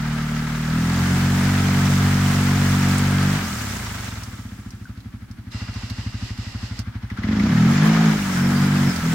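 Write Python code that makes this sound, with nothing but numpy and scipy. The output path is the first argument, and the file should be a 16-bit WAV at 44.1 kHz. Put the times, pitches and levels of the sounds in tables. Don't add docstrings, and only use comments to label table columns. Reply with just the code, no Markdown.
import sys
import numpy as np
from scipy.fft import rfft, irfft, next_fast_len
from scipy.io import wavfile
from scipy.ndimage import map_coordinates

SR = 44100
rng = np.random.default_rng(int(sys.argv[2]) if len(sys.argv) > 2 else 0)


def file_out(sig):
    cols = np.atleast_2d(sig).T
    lim = np.clip(cols, -1, 1)
    pcm = np.round(lim * 32767).astype(np.int16)
    wavfile.write(sys.argv[1], SR, pcm)


N = 403074
PIPE_DELAY_S = 0.0036

# firing_hz, thump_db, clatter_db, front_clatter_gain_db, rattle_db
ENGINE_BY_SPEED = [(12.1, -37.5, -56.5, 7, -67), (15.3, -36.5, -51.5, 6.5, -55),
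                   (23.4, -32, -38.5, 0.5, -49.5), (38.2, -30.5, -38, 1.5, -40), (47.2, -32, -34, -2, -40),
                   (55, -44, -35, 3, -53)]
# throttle (0-1), bark_db, overtones_over_clatter_db
ENGINE_BY_THROTTLE = [(0, -55.5, -17), (.12, -42.5, -11.5), (.5, -25, -10.5), (1, -17.5, -6.5)]


def exhaust(cycle, firing_hz, throttle, front):
    # freq_hz, gain_db
    tailpipe = [(15, -70), (30, -33.5), (55, 2.5), (82, 3), (106, 8.5), (120, 6.5), (138, -21), (200, -4),
                (255, -5.5), (305, -29), (350, -19), (430, -52.5), (800, -59), (2000, -100)]
    # firing_hz, gain_db
    front_thump = [(15, 7), (32, 3.5)]
    pipe = causal(tailpipe)
    thump_db, *_ = lookup(ENGINE_BY_SPEED, firing_hz)
    boost_db, = lookup(front_thump, firing_hz)
    pulses = firings(cycle, firing_hz, jitter_cycles=.003, rough_db=.9)
    thump = -amp(thump_db + front * boost_db) * resonate(pulses, firing_hz, pipe)
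    gulps = firings(cycle + .43, firing_hz, jitter_cycles=.025, rough_db=2.5)
    gulps *= .75 * np.interp(firing_hz, [13, 20], [.25, 1])
    airbox = lambda f: resonance(f, hz=200.5, width_hz=28) * resonance(f, hz=248, width_hz=130)
    bark_db, _ = lookup(ENGINE_BY_THROTTLE, throttle)
    overrun_db = -29 + 25.5 * np.log2(firing_hz / 47)
    bark = np.hypot(amp(bark_db), amp(overrun_db)) * resonate(pulses + gulps, firing_hz, airbox)
    merged = np.interp(firing_hz, [33, 37.5], [0, 1]) * np.minimum(throttle / .28, 1)
    return (1 - merged) * (thump + bark) + merged * drone(cycle, firing_hz, throttle, front, pipe)


def drone(cycle, firing_hz, throttle, front, pipe):
    # freq_hz, level_db
    silencer = [(45, -38.5), (76, -35), (95, -22.5), (120, -25.5), (145, -20), (190, -24), (235, -25),
                (280, -32.5), (325, -43), (400, -67)]
    # freq_hz, gain_db
    front_colour = [(47, -5.5), (95, -6), (125, 5), (143, 1), (165, 6), (190, 3), (215, 7), (240, 4.5),
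                    (285, -1.5), (330, 11)]
    shut_odd_db, shut_even_db = -24.5, -10
    out = np.zeros(N)
    for order in range(1, 8):
        hz = order * firing_hz
        db = along(silencer, hz) + front * along(front_colour, hz)
        if order > 1:
            db += (1 - throttle) * (shut_odd_db if order % 2 else shut_even_db)
        if order == 2:
            db -= 2.5 * np.maximum(firing_hz - 48.3, 0)
        db += wobble(35) + .5 * wobble(5)
        out += amp(db) * np.cos(2 * np.pi * order * cycle + np.angle(pipe(hz)))
    return -np.sqrt(2) * out


def mechanics(cycle, firing_hz, throttle, front):
    # pitch_hz, width_hz, gain_db
    hard_modes = [(348, 100, 8.5), (425, 34, 7.5), (519, 53, 3.5), (707, 49, 3.5), (935, 370, -3.5),
                  (1272, 63, 6.5), (1650, 200, -1), (1930, 46, -12)]
    # freq_hz, gain_db
    casing = [(350, -12), (600, -7.5), (692, -6), (879, -4), (1040, -3), (1260, -1), (1380, 1), (1650, 0.5),
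              (1880, -3), (2040, -1), (2710, -8.5), (2960, -8), (4660, -13.5), (5000, -13.5), (6500, -21),
              (11000, -120)]
    # pitch_hz, width_hz, gain_db
    cover_modes = [(1194, 49, -1.5), (1313, 29, 4.5), (1666, 300, -7), (1920, 37, -7)]
    puff_db, puff_decay_s = -11.5, 0.021
    _, shut_db, front_db, rattle_db = lookup(ENGINE_BY_SPEED, firing_hz)
    _, overtone_db = lookup(ENGINE_BY_THROTTLE, throttle)
    clatter_db = shut_db + front * front_db + 3.5 * throttle
    snarl_db = 0.9 * np.maximum(firing_hz - 49.8, 0)
    pulses = firings(cycle, firing_hz, jitter_cycles=.0004, rough_db=.9)
    modes = lambda f: sum((-1) ** k * amp(db) * resonance(f, hz, width_hz) ** 2
                          for k, (hz, width_hz, db) in enumerate(hard_modes))
    overtones = amp(overtone_db + snarl_db) * resonate(pulses, firing_hz, modes)
    depth_db = np.interp(firing_hz, [15, 45], [3.6, 1.1])
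    stroke_db = depth_db * np.cos(2 * np.pi * (cycle - .08)) + 0.41 * np.cos(4 * np.pi * cycle)
    swell = amp(stroke_db + 0.89 * wobble(60))
    clatter = spread(noise() * swell, casing)
    covers = lambda f: sum(amp(db) * resonance(f, hz, width_hz) ** 2 for hz, width_hz, db in cover_modes)
    rattle = unit(filtered(rng.standard_normal(N) * swell, covers))
    since_firing_s = ((cycle - PIPE_DELAY_S * firing_hz) % 1) / firing_hz
    gas = rng.standard_normal(N) * np.exp(-since_firing_s / puff_decay_s)
    puffs = unit(filtered(gas, lambda f: resonance(f, hz=758, width_hz=520) ** 2))
    return amp(clatter_db) * (overtones + clatter + amp(puff_db) * puffs) + amp(rattle_db) * rattle


def firings(cycle, firing_hz, jitter_cycles, rough_db):
    due = np.searchsorted(cycle, np.arange(1, int(cycle[-1]) + 1))
    timing, strength = rng.standard_normal((len(due), 2)).T
    at = np.clip(due + jitter_cycles * SR * timing / firing_hz[due], 0, N - 1).astype(int)
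    return np.bincount(at, amp(rough_db * strength), N)


def resonate(pulses, firing_hz, response):
    rates_hz = np.geomspace(8, 64, 200)
    orders_hz = rates_hz[:, None] * np.arange(1, 256)
    rms = rates_hz / SR * np.sqrt(2 * np.sum(np.abs(response(orders_hz)) ** 2, axis=1))
    return filtered(pulses, response) / np.interp(firing_hz, rates_hz, rms)


def water(throttle, front):
    # time_s, splash_db
    wading = [(0, -47), (.6, -44), (1.1, -37.5), (2.95, -36), (3.15, -39), (3.6, -37.5), (4.05, -42.5),
              (4.6, -57.5), (5.3, -72), (7.13, -68), (7.27, -47.5), (7.75, -37.5), (8.2, -38.5), (8.7, -41),
              (9.14, -38.5)]
    # freq_hz, gain_db
    churn_spectrum = [(30, -67), (150, 22), (350, 6), (550, -5.5), (850, -2.5), (1150, 1), (1800, 4.5),
                      (3000, -9.5), (7000, -13.5), (16000, -18.5)]
    splash_spectrum = [(1000, 1.5), (2200, 1), (3200, 1.5), (4200, -1.5), (5300, 2.5), (7500, -0.5),
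                       (9500, -56), (13000, -35)]
    spray_spectrum = [(5000, -2.5), (8000, 4), (9500, 0), (12000, -4.5), (14800, 0), (16000, -1.5)]
    spray_rise_db_per_s = 26.5
    splash_db, = curves(wading)
    churn_db = splash_db - 1.5 + 5.5 * throttle + 6.5 * front
    rise_db = spray_rise_db_per_s * np.arange(N) / SR
    spray_db = -2 + rise_db + np.minimum.accumulate(splash_db - rise_db)
    churn = noise() + 0.4 * bubbles(count=3000, hz=831, octaves=1.063, cycles=5.1, scatter_db=1.5)
    splash = noise() + 0.39 * bubbles(count=9000, hz=4300, octaves=1.153, cycles=18, scatter_db=3.5)
    spray = noise() + 0.42 * bubbles(count=9000, hz=9660, octaves=0.81, cycles=4.2, scatter_db=3)
    surge = amp(0.68 * wobble(14))
    return surge * (amp(churn_db + 1.6 * wobble(25)) * spread(churn, churn_spectrum)
                    + amp(splash_db + wobble(30)) * spread(splash, splash_spectrum)
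                    + amp(spray_db) * spread(spray, spray_spectrum))


def bubbles(count, hz, octaves, cycles, scatter_db):
    tuning, strength, onset, pan = rng.random((count, 4)).T[:, :, None]
    pitch_hz = np.clip(hz * 2 ** (octaves * (2 * tuning - 1)), 200, 15000)
    age = pitch_hz * np.arange(int(SR * 4 * cycles / hz)) / SR / cycles
    size = amp(scatter_db * np.minimum(-np.log(1 - strength), 5))
    ring = size * np.exp(-2 * age) * np.sin(2 * np.pi * cycles * age * (1 + age / 20))
    at = (onset * N).astype(int) + np.arange(age.shape[1])
    gains = np.cos(2 * np.pi * pan), np.sin(2 * np.pi * pan)
    return unit(np.array([np.bincount(at.ravel(), (ring * g).ravel(), N)[:N] for g in gains]))


def belt():
    # start_s, length_s, first_hz, last_hz, level_db
    squeals = [(8.235, 0.34, 5430, 5280, -40), (8.52, 0.19, 4640, 5100, -39.5),
               (8.83, 0.13, 5450, 4850, -35.5)]
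    out, t = np.zeros((2, N)), np.arange(N) / SR
    flutter_hz = 90 * np.array([wobble(600), wobble(500)])
    for start_s, length_s, first_hz, last_hz, db in squeals:
        progress = np.clip((t - start_s) / length_s, 0, 1)
        phase = np.cumsum(first_hz + (last_hz - first_hz) * progress + flutter_hz, axis=1) / SR
        out += amp(db) * np.sin(np.pi * progress) * np.sin(2 * np.pi * phase)
    return out * amp(2.5 * wobble(53))


def winch():
    # freq_hz, gain_db
    gear_spectrum = [(290, -5), (500, -7.5), (1160, -4.5), (1250, -10), (1680, -10), (1920, 2.5),
                     (2190, -6.5), (2820, -0.5), (3260, -5), (4990, -1.5), (6510, -10.5), (7740, -10.5),
                     (8720, -22), (12000, -22.5), (15600, -44), (22000, -120)]
    # pitch_hz, level_db
    gear_tones = [(1244, -55), (1960, -59), (2772, -49), (4840, -57), (5179, -59)]
    start_s, stop_s, attack_s, release_s, fade_db_per_s = 5.5, 6.79, 0.032, 0.049, 7
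    t = np.arange(N) / SR
    running = np.clip((t - start_s) / attack_s, 0, 1) * np.clip(1 - (t - stop_s) / release_s, 0, 1)
    wavering_s = np.cumsum(1 + .002 * wobble(12) + .005 * wobble(220)) / SR
    tones = sum(amp(db) * np.sin(2 * np.pi * (hz * wavering_s + rng.random())) for hz, db in gear_tones)
    fade = amp(-fade_db_per_s * np.maximum(t - start_s, 0))
    hiss = amp(-45 + 2.4 * wobble(17)) * spread(noise(), gear_spectrum)
    return running * (fade * tones + hiss)


def impacts():
    # start_s, peak_db, pitch_hz
    ticks = [(2.981, -16.5, 7800), (3.2285, -29, 7600), (4.2344, -25, 5540), (4.7056, -31.5, 5300),
             (4.845, -41, 5400), (4.9751, -44, 4020), (5.004, -40, 3860), (5.312, -38.5, 5160),
             (5.5179, -31, 4020), (5.74, -31, 4500), (5.899, -25.5, 4350), (6.3764, -34, 4740),
             (6.791, -21.5, 5030), (8.9604, -20.5, 4940), (9.0673, -35, 3520)]
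    # start_s, peak_db, pitch_hz
    clanks = [(7.101, -27, 1960), (7.173, -27, 1350), (7.234, -24.5, 2000), (7.286, -30, 2050),
              (7.317, -30, 2000), (7.397, -19, 2070), (8.372, -16, 1490)]
    # start_s, peak_db, pitch_hz
    plops = [(4.854, -36.5, 1520), (4.87, -41, 1420)]
    out, t = np.zeros((2, N + SR)), np.arange(SR // 10) / SR
    for start_s, db, hz in ticks:
        add(out, start_s, amp(db) * knock(hz, t60_s=0.053, width_ratio=0.23))
    for start_s, db, hz in clanks:
        add(out, start_s, amp(db) * knock(hz, t60_s=0.063, width_ratio=0.066))
    for start_s, db, hz in plops:
        ring = (1 - np.exp(-t / .003)) * amp(-60 * t / .028) * np.sin(2 * np.pi * hz * t)
        add(out, start_s, amp(db) * ring / ring.max())
    return out[:, :N]


def knock(hz, t60_s, width_ratio):
    t = np.arange(SR // 10) / SR
    burst = rng.standard_normal((2, len(t))) * amp(-60 * t / t60_s)
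    mode = resonance(np.fft.rfftfreq(len(t), 1 / SR), hz, width_ratio * hz)
    ring = irfft(rfft(burst) * mode, len(t))
    return ring / np.abs(ring).max()


def river():
    # freq_hz, gain_db
    spectrum = [(20, -29), (45, 9), (100, -5.5), (250, 3.5), (470, -26), (1500, -22), (3200, -30),
                (15000, -34.5)]
    return amp(-45.5) * spread(noise(), spectrum)


def amp(db):
    return 10 ** (np.asarray(db) / 20)


def unit(x):
    return x / np.sqrt(np.mean(x ** 2) + 1e-20)


def along(points, hz):
    freqs_hz, values = np.transpose(points)
    return np.interp(np.log(hz + 1), np.log(freqs_hz + 1), values)


def lookup(rows, control):
    first, *columns = np.transpose(rows)
    return [np.interp(control, first, column) for column in columns]


def curves(rows):
    return lookup(rows, np.arange(N) / SR)


def noise():
    return rng.standard_normal((2, N))


def wobble(rate_hz):
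    knots = rng.standard_normal(int(N * rate_hz / SR) + 4)
    return map_coordinates(knots, [np.arange(N) * rate_hz / SR])


def filtered(x, response):
    size = next_fast_len(N + SR // 2)
    return irfft(rfft(x, size) * response(np.fft.rfftfreq(size, 1 / SR)), size)[..., :N]


def resonance(f, hz, width_hz):
    return 1j * f * width_hz / (hz * hz - f * f + 1j * f * width_hz)


def causal(spectrum, size=16384):
    hz = np.fft.rfftfreq(size, 1 / SR)
    cepstrum = irfft(np.log(amp(along(spectrum, hz))))
    log_gain = rfft(cepstrum * (1 + np.sign(np.fft.fftfreq(size))))
    return lambda f: np.exp(np.interp(f, hz, log_gain))


def spread(pair, spectrum):
    # freq_hz, correlation
    likeness = [(200, 0.97), (500, 0.21), (1000, 0.74), (2000, 0.22), (4000, 0), (12000, 0)]
    angle = lambda f: np.arccos(np.clip(along(likeness, f), -1, 1)) / 2
    weights = lambda f: np.array([np.cos(angle(f)), np.sin(angle(f))])
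    mid, side = filtered(pair, lambda f: amp(along(spectrum, f)) * weights(f))
    return np.array([mid + side, mid - side]) / np.std(mid)


def add(out, start_s, sound):
    out[:, round(start_s * SR):][:, :sound.shape[-1]] += sound


def scene():
    # time_s, firing_hz
    crank_speed = [(0.0, 37.84), (0.663, 38.74), (1.023, 44.87), (1.515, 47.07), (3.228, 47.44),
                   (3.38, 50.59), (3.473, 41.16), (3.883, 25.7), (4.454, 15.12), (4.852, 12.32),
                   (5.461, 12.0), (5.561, 14.45), (6.131, 12.33), (7.119, 12.37), (7.336, 25.84),
                   (7.856, 53.81), (8.029, 55.21), (8.358, 45.03), (8.646, 48.32), (8.875, 47.24),
                   (9.0, 40.88), (9.14, 41.06)]
    # time_s, throttle (0-1)
    opening = [(.62, 0.5), (.76, 0.88), (1.4, 0.96), (2.9, 0.97), (3.37, 0.87), (3.43, 0.04), (4.15, 0),
               (4.3, 0.02), (4.55, 0.11), (4.8, 0.05), (7.05, 0), (7.17, 0.24), (7.32, 0.57), (7.6, 0.97),
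               (8.09, 1), (8.18, 0.52), (8.31, 0.43), (8.46, 0.86), (8.88, 0.96), (8.93, 0.27), (9, 0),
               (9.08, 0.55)]
    front_s = 5.51
    firing_hz, = curves(crank_speed)
    throttle = np.clip(curves(opening)[0], 0, 1)
    front = np.clip((np.arange(N) / SR - front_s) / .01, 0, 1)
    cycle = np.cumsum(firing_hz) / SR
    engine = exhaust(cycle - PIPE_DELAY_S * firing_hz, firing_hz, throttle, front)
    engine = engine + mechanics(cycle, firing_hz, throttle, front)
    background = river()
    return engine + water(throttle, front) + belt() + winch() + impacts() + background


def record(dry):
    # freq_hz, left_over_right_db
    balance = [(700, -1.5), (1250, 2), (2300, 2.5), (4400, -6.5), (8000, -2), (14000, 1.5)]
    top_hz = 15900
    lean_db = lambda f: along(balance, f) * np.clip(f / 300 - 1, 0, 1)
    return filtered(dry, lambda f: amp(lean_db(f) * np.array([[.5], [-.5]])) * (f < top_hz))


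dry = scene()
out = record(dry)
file_out(out)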